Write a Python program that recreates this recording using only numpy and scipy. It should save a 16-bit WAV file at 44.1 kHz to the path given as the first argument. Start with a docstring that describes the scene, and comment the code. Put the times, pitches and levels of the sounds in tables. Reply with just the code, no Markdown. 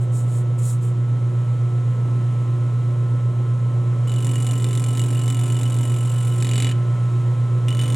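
"""A hand file is laid on work spinning in a metal lathe, lifted and laid on again: each high spot bites into the
teeth, makes the blade ping and drags a short rasp behind it, early or late as the hand sways. Bursts and uneven
noise excite resonators that stand for blade and work. Below runs the lathe: a throbbing mains hum and gear whine
made of sines, and bearing noise made of filtered noise. A few soft swishes of coloured noise come from beside it."""
import sys
import numpy as np
from scipy import signal
from scipy.fft import rfft, irfft, next_fast_len
from scipy.io import wavfile
from scipy.ndimage import uniform_filter1d, map_coordinates

SR = 44100
rng = np.random.default_rng(int(sys.argv[2]) if len(sys.argv) > 2 else 0)


def digitize_waveform(pressure):
    """Quantize a signal to 16-bit integers and store it at the path in sys.argv[1].

    Rows of a 2-D input are taken as channels; values are limited to [-1, 1].
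    """
    field = np.atleast_2d(pressure).T
    bounded = np.clip(field, -1, 1)
    quanta = np.round(bounded * 32767).astype(np.int16)
    wavfile.write(sys.argv[1], SR, quanta)


N = 350595

MAINS_HUM_HZ = 120.03
BITE_HZ = 45.45  # passes of a high spot under the file each second


def undb(db):
    """Amplitude ratio of a level in decibels."""
    return 10 ** (np.asarray(db) / 20)


def unit(x):
    """Normalisation to a root mean square of 1."""
    return x / np.sqrt(np.mean(np.abs(x) ** 2) + 1e-20)


def clock():
    """Sampling instants in seconds."""
    return np.arange(N) / SR


def curves(table):
    """Linear interpolation in time of each column of a table."""
    times_s, *columns = np.transpose(table)
    return [np.interp(clock(), times_s, column) for column in columns]


def padded():
    """Even length of the spectra, with half a second to spare for ringing."""
    return next_fast_len(N + SR // 2) // 2 * 2


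def bins():
    """Frequency of every spectral bin (Hz), at least 1."""
    return np.maximum(np.arange(padded() // 2 + 1) * SR / padded(), 1)


def over_hz(table, hz):
    """Linear interpolation over log frequency of each column of a table."""
    table_hz, *columns = np.transpose(table)
    return [np.interp(np.log(hz), np.log(table_hz), column) for column in columns]


def colour(table):
    """Minimum-phase response with a given (Hz, dB) outline, by folding the cepstrum onto positive time."""
    cepstrum = irfft(np.log(undb(over_hz(table, bins())[0])))
    half = len(cepstrum) // 2
    cepstrum[1:half] *= 2
    cepstrum[half:] = 0
    return np.exp(rfft(cepstrum))


def resonances(table):
    """Modal superposition of (Hz, width Hz, dB) resonators; each radiates only near its own pitch."""
    f = bins()
    response = 0
    for hz, width_hz, db in table:
        mode = 1 / (1 + 2j * (f - hz) / width_hz)
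        radiation = 1 / (1 + 1j * (f - hz) / (4 * width_hz))
        response = response + undb(db) * mode * radiation
    return response


def through(x, response):
    """Linear filtering: the spectrum of the signal times a frequency response."""
    return irfft(rfft(x, padded()) * response)[:N]


def walk(rate):
    """Random modulation of rms 1: levels held for 1 / rate seconds and smoothed twice over that time."""
    hold = max(int(SR / rate), 1)
    steps = np.repeat(rng.standard_normal(N // hold + 1), hold)
    return unit(uniform_filter1d(uniform_filter1d(steps, hold), hold)[:N])


def gate(start, end, fade):
    """Trapezoidal window: 1 between two times, with linear slopes outside them."""
    return np.clip(np.minimum(clock() - start, end - clock()) / fade + 1, 0, 1)


def burst(age, length):
    """Fourth-power exponential pulse: nearly flat within its length, then a quick fall."""
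    return np.exp(-(age / length) ** 4)


def grit(spread_db):
    """Impulsive noise of rms 1: dense tooth clicks of very uneven size."""
    return unit(rng.standard_normal(N) * undb(spread_db * walk(5000)))


def bent(x, share):
    """Doppler-like bending: the reading time wavers by a share of the time between passes."""
    shift = share * SR / BITE_HZ * walk(BITE_HZ)
    return map_coordinates(x, [np.arange(N) + shift], order=5, mode="nearest")


def ports(x, scatter_db):
    """Interaural-style level and phase differences at two close microphone ports, plus machine reflections."""
    # the unrelated share is scaled by scatter_db
    # columns: pitch_hz, left_minus_right_db, left_lead_rad, unrelated_share_db
    port_table = [(60.3, 0, 0.1, -16.5), (123, -1.2, 0.057, -27), (223, -1.8, 0.053, -16.5),
                  (367, -4, 0.63, -20), (654, -3.5, 0, -5), (1180, 1, 0.46, -12.5),
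                  (2480, 0.5, 0.17, -12.5), (6000, 0, 0, -50), (9000, -0.5, 0.13, -10),
                  (14000, -0.5, 0.6, 1.5)]
    balance_db, lead, apart_db = over_hz(port_table, bins())
    lean = undb(balance_db / 2) * np.exp(.5j * lead)
    echoes = rng.standard_normal(N) * np.exp(-clock() / 0.021)
    side = through(x, unit(rfft(echoes, padded())) * undb(apart_db + scatter_db))
    return np.array([through(x, lean) + side, through(x, 1 / lean) - side])


def workshop(x, t60, wet_db):
    """Diffuse reverberation: an exponentially decaying noise tail, independent at each port."""
    tails = rng.standard_normal((2, N)) * undb(-60 * clock() / t60)
    tails = tails * (clock() > .006)  # no reflection comes sooner
    wet = [through(x, rfft(tail, padded()) / np.sqrt(np.sum(tail ** 2))) for tail in tails]
    return undb(wet_db) * np.array(wet)


def swell(db_per_s):
    """Exponential growth: the level rises steadily in decibels, through 0 dB midway."""
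    return undb(db_per_s * (clock() - clock().mean()))


def swishes():
    """Friction noise: light, bright sliding with a fine grain, under envelopes that swell and fade."""
    # columns: peak_s, swelling_s, fading_s, level_db
    slides = [(.025, 0.029, 0.053, -52.5), (.165, 0.06, 0.11, -43), (.37, 0.15, 0.08, -46),
              (.59, 0.013, 0.021, -43.5), (.675, 0.1, 0.12, -37.5), (.832, 0.028, 0.12, -48.5)]
    # spectral outline; columns: pitch_hz, relative_db
    slide_colour = [(1500, -38), (2600, -34), (3700, -13), (4800, -18.5), (6300, -10), (7000, -1.5),
                    (8000, -0.5), (9000, -2.5), (11000, -13.5), (12500, -16), (15800, -26)]
    strength = 0
    for peak, rise, fall, db in slides:
        ramp = np.interp(clock(), [peak - rise, peak, peak + fall], [0, 1, 0])
        strength = strength + undb(db) * np.sin(np.pi / 2 * ramp) ** 2
    return strength * unit(through(grit(spread_db=2.5), colour(slide_colour)))


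def bearings():
    """Rolling noise rings the housing: the middle churns with each motor turn, the treble buzzes with the mains."""
    # density of bearings, belt and cabinet before the housing rings; columns: pitch_hz, density_db_per_hz
    drive = [(30, -82), (70, -74), (115, -56.5), (165, -64.5), (300, -65.5), (560, -70), (700, -77.5),
             (1150, -76), (1600, -85), (3000, -87.5), (5000, -99), (7000, -92.5), (9200, -97),
             (11500, -107.5), (15500, -114)]
    # headstock and guard resonances, relative to that density; columns: pitch_hz, width_hz, lift_db
    housing = [(224, 3.7, -20.5), (275, 6.1, 1), (1986, 360, -7.5), (3140, 80, -2), (3890, 380, -6),
               (5280, 40, 3.5), (9100, 72, -1), (14100, 170, -3)]
    motor_hz = 29.81
    t, f = clock(), bins()
    churn = 1 + 0.17 * np.sin(2 * np.pi * motor_hz * t) + 0.038 * np.sin(2 * np.pi * 2 * motor_hz * t)
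    buzz = 1 + 0.041 * np.sin(2 * np.pi * MAINS_HUM_HZ * t)
    low_share = 1 / (1 + (f / 1100) ** 4)  # share of the power
    body = colour(drive) * (1 + resonances(housing)) * np.sqrt(SR / 2)
    low_noise = rng.standard_normal(N) * churn * undb(.8 * walk(8))
    low = through(low_noise, body * np.sqrt(low_share))
    high_noise = rng.standard_normal(N) * buzz * undb(0.41 * walk(2.48))
    high = through(high_noise, body * np.sqrt(1 - low_share))
    return low * swell(db_per_s=0.23) + high * swell(db_per_s=0.44)


def tone(hz, db, waver, flutter_db):
    """Sinusoid with slight random phase modulation (radians) and level modulation (dB)."""
    phase = 2 * np.pi * (hz * clock() + rng.random()) + waver * walk(6)
    return np.sqrt(2) * undb(db + flutter_db * walk(9)) * np.sin(phase)


def gears():
    """Tooth-mesh tones and interference: two loud meshes and a slow beat over the drive's many weaker tones."""
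    # loud gear meshes, lower and upper: mesh_hz, full level_db, start_db relative to it
    mesh_hz, mesh_db, mesh_start_db = (1044.15, 1311.65), (-51, -48), (-10, -2.5)
    # a gear tone, then the third mains harmonic; columns: pitch_hz, relative_db
    beating = [(357.72, -48), (360.09, -46.5)]
    # weaker tones of motor and gear train; columns: pitch_hz, relative_db
    weak_tones = [(135.97, -46.5), (143.44, -46), (149.83, -47), (179.67, -48), (210.26, -56),
                  (240.06, -53.5), (450.35, -62), (480.12, -58.5), (509.96, -55.5), (600.15, -56.5),
                  (715.43, -61.5), (809, -66.5), (953.92, -64), (1071.57, -66), (1430.91, -62.5)]
    mesh_full_s, beat_null_s = 1.9, .245  # meshes at full strength; first cancelling of the beat
    early = np.clip(1 - clock() / mesh_full_s, 0, 1)
    lower_db, upper_db = (db + start_db * np.sqrt(early) for db, start_db in zip(mesh_db, mesh_start_db))
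    lower = tone(mesh_hz[0], lower_db, waver=0.3, flutter_db=0.6)
    upper = tone(mesh_hz[1], upper_db, waver=0.052, flutter_db=0.75)
    gear, mains = (undb(db + 0.24 * walk(15)) * np.sin(2 * np.pi * hz * (clock() - beat_null_s))
                   for hz, db in beating)
    beat = np.sqrt(2) * undb(-0.1) * (mains - gear)
    weaker = sum(tone(hz, db + 1.4, waver=0.4, flutter_db=2.5) for hz, db in weak_tones)
    return swell(db_per_s=0.23) * (lower + upper + beat + weaker)


def hum():
    """Magnetic hum under amplitude and phase modulation: the sway of each shaft pinches it once a turn."""
    # unbalanced shafts, main then second; columns: turns_per_s, trough_s
    shafts = [(7.959, .068), (7.444, .099)]
    level_db = -18.5  # rms before the throb, midway through
    main, second = (2 * np.pi * hz * (clock() - trough) for hz, trough in shafts)
    throb = 1 - 0.17 * np.cos(main) - 0.024 * np.cos(2 * main) - .055 * np.cos(second)
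    phase = 2 * np.pi * MAINS_HUM_HZ * clock() + 0.16 * np.cos(main) + 0.03 * walk(5.2)
    return np.sqrt(2) * undb(level_db) * swell(db_per_s=0.1149) * throb * np.sin(phase)


def contact():
    """Intermittent contact: whether the file touches, how loosely it lies (0-1), and its rasp (dB)."""
    # columns: laid_on_s, lifted_s, rasp_relative_db
    strokes = np.array([(4.077, 6.725, -41), (7.684, 8.2, -42.5)])
    settle_s, lift_s = 0.13, 0.054
    t = clock()
    midway = (strokes[:-1, 1] + strokes[1:, 0]) / 2  # between one stroke and the next
    start, end, rasp_db = strokes[np.searchsorted(midway, t)].T
    settling = np.exp(-((t - start) / settle_s) ** 4)
    lifting = np.exp(-((t - end) / lift_s) ** 2)
    return gate(start, end, fade=0.0049), np.maximum(settling, lifting), rasp_db


def catches(count):
    """Uneven cutting force: extra bite and extra ping (dB) of the pass that each sample belongs to."""
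    # passes with their own catch of the teeth; columns: pass_s, extra_bite_db, extra_ping_db
    caught = [(4.247, 7, -9), (4.269, 9, -2), (4.357, 11.5, 11), (4.423, 6, 0), (4.467, 11.5, 7),
              (4.489, 2, 3), (4.511, 9, -3), (4.533, -1, 2), (4.643, 9.5, 0), (4.709, 3, 0), (4.731, 9, 0),
              (4.753, 9.5, -5), (4.775, 9, -2), (4.797, 8, 1), (4.841, 13, -3), (4.951, 4, 3),
              (4.973, 11, 0), (4.995, 13.5, 0), (5.017, 11, 2), (5.039, 10, -13), (5.281, 10.5, -1),
              (5.303, 13, 3), (5.347, 8.5, 5), (5.611, 1, -8), (5.633, 8.5, -4), (5.743, 3, 0),
              (6.424, 3, -7), (6.492, 1.5, -3), (6.514, 0, 2.5), (6.536, 2.5, -1), (6.58, 3, 1),
              (6.602, 0.5, 0), (6.647, 2, 2), (7.685, 4.5, 0.5), (7.75, 4.5, 2), (7.793, 5.5, 6.5),
              (7.815, 4, 0), (7.947, 1.5, -1)]
    extra = np.zeros((count.max() + 2, 2))
    for s, bite_db, ping_db in caught:
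        extra[round(s * BITE_HZ) + 1] = bite_db, ping_db
    return extra[count].T


def blade_ring(bite, rasp):
    """Forced modal vibration: bites and rasp ring the blade, and each hold lifts its modes by its own amounts."""
    # modes, with the lift over the cutting colour in each hold
    # columns: pitch_hz, width_hz, light_filing_db, leaning_in_db, second_stroke_db
    modes = np.array([(2430, 160, -3.5, -2, -7), (2980, 150, 6, 2, 3), (3546, 130, 5.5, 1.5, 6),
                      (3810, 430, 4, 6.5, 1.5), (4450, 210, -2, 2, -5), (5270, 94, -3.5, -4, -9),
                      (6990, 33, 9.5, 8.5, 10), (7434, 200, 11.5, 11, 5.5), (7720, 96, 11.5, 11.5, -6),
                      (8270, 280, 2.5, 2, 1), (8760, 170, 3.5, -4, 5), (8980, 140, 5, 4.5, 5.5),
                      (10360, 230, 4, 4, -5), (11630, 350, 3.5, -6, 8), (12900, 170, 13.5, 10, 11),
                      (14300, 540, 0, 1, 5), (15650, 180, 14, 11, 17)])
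    # broad colours of the cutting teeth; columns: pitch_hz, relative_db
    bite_outline = [(600, -17), (1400, -5), (2000, 10), (2700, -1), (3500, 1.5), (4300, -0.5), (4900, -3.5),
                    (6500, 7), (7700, 2), (9500, 0), (10500, -1), (12200, -13.5), (13500, -18),
                    (15000, -29)]
    rasp_outline = [(600, 1), (1400, 2), (2100, 2.5), (2700, 3), (3700, -7), (4800, -7.5), (6200, 1),
                    (7500, -2.5), (9600, 4), (10600, -4.5), (11300, -13), (12300, -18), (13500, -10.5),
                    (15000, -29.5)]
    # the hand changes its hold; columns: leaning_in_s, second_stroke_s
    hold_changes = (6.39, 7.2)
    hold = np.searchsorted(hold_changes, clock())
    bite_colour, rasp_colour = colour(bite_outline), colour(rasp_outline)
    out = 0
    for k in range(len(hold_changes) + 1):
        ringing = 1 + resonances(modes[:, [0, 1, 2 + k]])
        bitten = through(bite * (hold == k), unit(bite_colour * ringing))
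        rasped = through(rasp * (hold == k), unit(rasp_colour * ringing))
        out = out + bitten + rasped
    # the point of contact shifts and bends the pitch of the ringing
    return bent(out, share=0.0032)


def pings(count, age, strength):
    """Damped bending mode: it pings at the bite, swells as the teeth let go and is damped before the next pass."""
    ping_hz, bend_share, decay_s, attack_s, damped_s = 2949, .011, 0.0066, 0.00048, 0.02
    let_go_s, let_go_spread_s, let_go = 0.012, 0.0044, 0.67  # after the bite; strength before scatter
    chance = rng.standard_normal((count.max() + 1, 3))[count].T  # one draw for each pass
    release = let_go * undb(4.2 * chance[0]) * np.exp(-((age - let_go_s) / let_go_spread_s) ** 2)
    attack = 1 - np.exp(-age / attack_s)
    shape = (np.exp(-age / decay_s) + release) * attack * burst(age, damped_s)
    phase = 2 * np.pi * np.cumsum(ping_hz * (1 + bend_share * chance[1])) / SR
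    ping = unit(shape * np.sin(phase)) * strength * undb(2.5 * chance[2])
    # the pings linger faintly round the machine
    return ping + workshop(ping, t60=.55, wet_db=-9.5).mean(axis=0)


def filing():
    """Periodic excitation: each high spot gives a bite, ping, rasp and rebound that ring blade and work."""
    # the hand bears down, eases off, then leans in hard; the second stroke builds again
    # columns: time_s, bite_db, cut_depth_db, work_shake_db (all relative)
    press = [(4.07, -34, 2.5, -50), (4.2, -34, -0.5, -36), (4.28, -35, -1.5, -40), (4.75, -35, -0.5, -40),
             (5.02, -36.5, 0, -39.5), (5.1, -39, -0.5, -40), (5.35, -34.5, 0, -36.5), (5.8, -34, -1.5, -48),
             (6.1, -42, -2.5, -42), (6.36, -56.5, -2.5, -66), (6.42, -25.5, 2, -39.5),
             (6.53, -27.5, 4.5, -39), (6.62, -22.5, 8, -35), (6.67, -34, 10, -34.5),
             (6.72, -32.5, 9.5, -29.5), (7.68, -37, 11, -29.5), (7.77, -32, 1.5, -34.5),
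             (7.8, -36.5, 8.5, -37.5), (7.88, -34, 3, -39.5), (7.95, -29, 2.5, -48)]
    # the hand sways the file, so the high spot meets it earlier or later; columns: time_s, lateness_s
    sway = [(4.07, .003), (4.18, .003), (4.245, -.0002), (4.42, .0012), (4.55, 0), (4.65, .0011), (4.72, 0),
            (4.8, .0007), (4.88, -.0005), (4.98, .0007), (5.1, -.0006), (5.28, -.001), (5.46, .0005),
            (5.52, -.0008), (5.6, .0005), (5.8, .0004), (6.05, -.0008), (6.2, -.0022), (6.37, -.0018),
            (6.42, 0), (6.64, .001), (6.7, .0023), (7.68, .0052), (7.77, .0038), (7.87, .0023),
            (7.95, .0024)]
    # work and chuck shaken by the file; columns: pitch_hz, width_hz, relative_db
    work = [(229, 34, -7), (268.5, 24.7, 9), (325, 24, 2.5), (412, 54, -1), (508, 144, -8), (724, 100, -13)]
    bite_s, drag_s, ride_s = 0.0026, 0.0096, 0.02  # bite length, decay of the rasp, length of rubbing
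    rebound_s, rebound_spread_s = 0.0065, 0.0042  # the file springs off and comes down again
    graze = .12  # a riding file touches lightly between rubs
    coarse_hz = 2700

    touch, loose, stroke_db = contact()
    bite_db, depth_db, shake_db = curves(press)
    # a loose file rasps less and shakes the work less
    rasp_db = stroke_db + 0.37 * depth_db - 5.5 * loose
    shake_db = shake_db - 9 * loose
    passes = (clock() - curves(sway)[0]) * BITE_HZ + 1
    count = passes.astype(int)
    age = passes % 1 / BITE_HZ  # time since the last bite
    chance = rng.standard_normal((count.max() + 1, 3))[count].T  # one draw for each pass
    pushes = unit(np.diff(count, prepend=count[0]) * 1.) * touch
    catch_db, ping_db = catches(count)

    # a bite is a small click plus a short burst of breaking chips, harder in a deep cut
    chips = unit(burst(age, bite_s)) * grit(spread_db=3.5) * touch
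    impact = undb(-16) * pushes + undb(-19) * chips
    bite = impact * undb(bite_db + catch_db + 0.16 * depth_db + 0.51 * chance[0])

    # a file that bites little rides on the work, so its rasp starts softly and lasts longer
    riding = 1 / (1 + undb(bite_db - rasp_db + 5.0))
    rebound = 0.15 * np.exp(-((age - rebound_s) / rebound_spread_s) ** 2)
    struck = unit(np.exp(-age / drag_s) * burst(age, ride_s) + rebound)
    ridden = unit(burst(age, ride_s) * (1 - np.exp(-age / 0.0026)) + rebound + graze)
    drag = ((1 - riding) * struck + riding * ridden) * undb(1.9 * walk(350))
    teeth = drag * grit(spread_db=1.5) * touch
    blade = blade_ring(bite, teeth * undb(rasp_db + 0.65 * chance[1]))

    # a deeper cut takes bigger chips, which sound lower
    coarse = through(blade, np.exp(-np.log(bins() / coarse_hz) ** 2 / 0.46))
    blade = blade + coarse * (undb(0.75 * depth_db) - 1)
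    blade = blade + pings(count, age, touch * undb(-48.5 + depth_db + ping_db))

    # the beat of the bites and the roughness of the teeth drive the heavy parts
    force = pushes * undb(.7 * chance[2]) + undb(-10) * teeth
    shaken = through(force * undb(shake_db), unit(resonances(work)))
    return blade + shaken


def scene():
    """Superposition of the running lathe, the file on it and the swishes beside it."""
    file = filing()
    machine = ports(hum() + gears(), scatter_db=-14.0) + ports(bearings(), scatter_db=0.0)
    filed = ports(file, scatter_db=-5.5) + workshop(file, t60=0.23, wet_db=-14.5)
    return machine + filed + ports(swishes(), scatter_db=4.5)


def record(dry):
    """Band limiting: the recorder cuts the top with a steep elliptic low-pass at 15900 Hz."""
    return signal.sosfilt(signal.ellip(10, .2, 80, 15900, fs=SR, output="sos"), dry)


dry = scene()
out = record(dry)
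digitize_waveform(out)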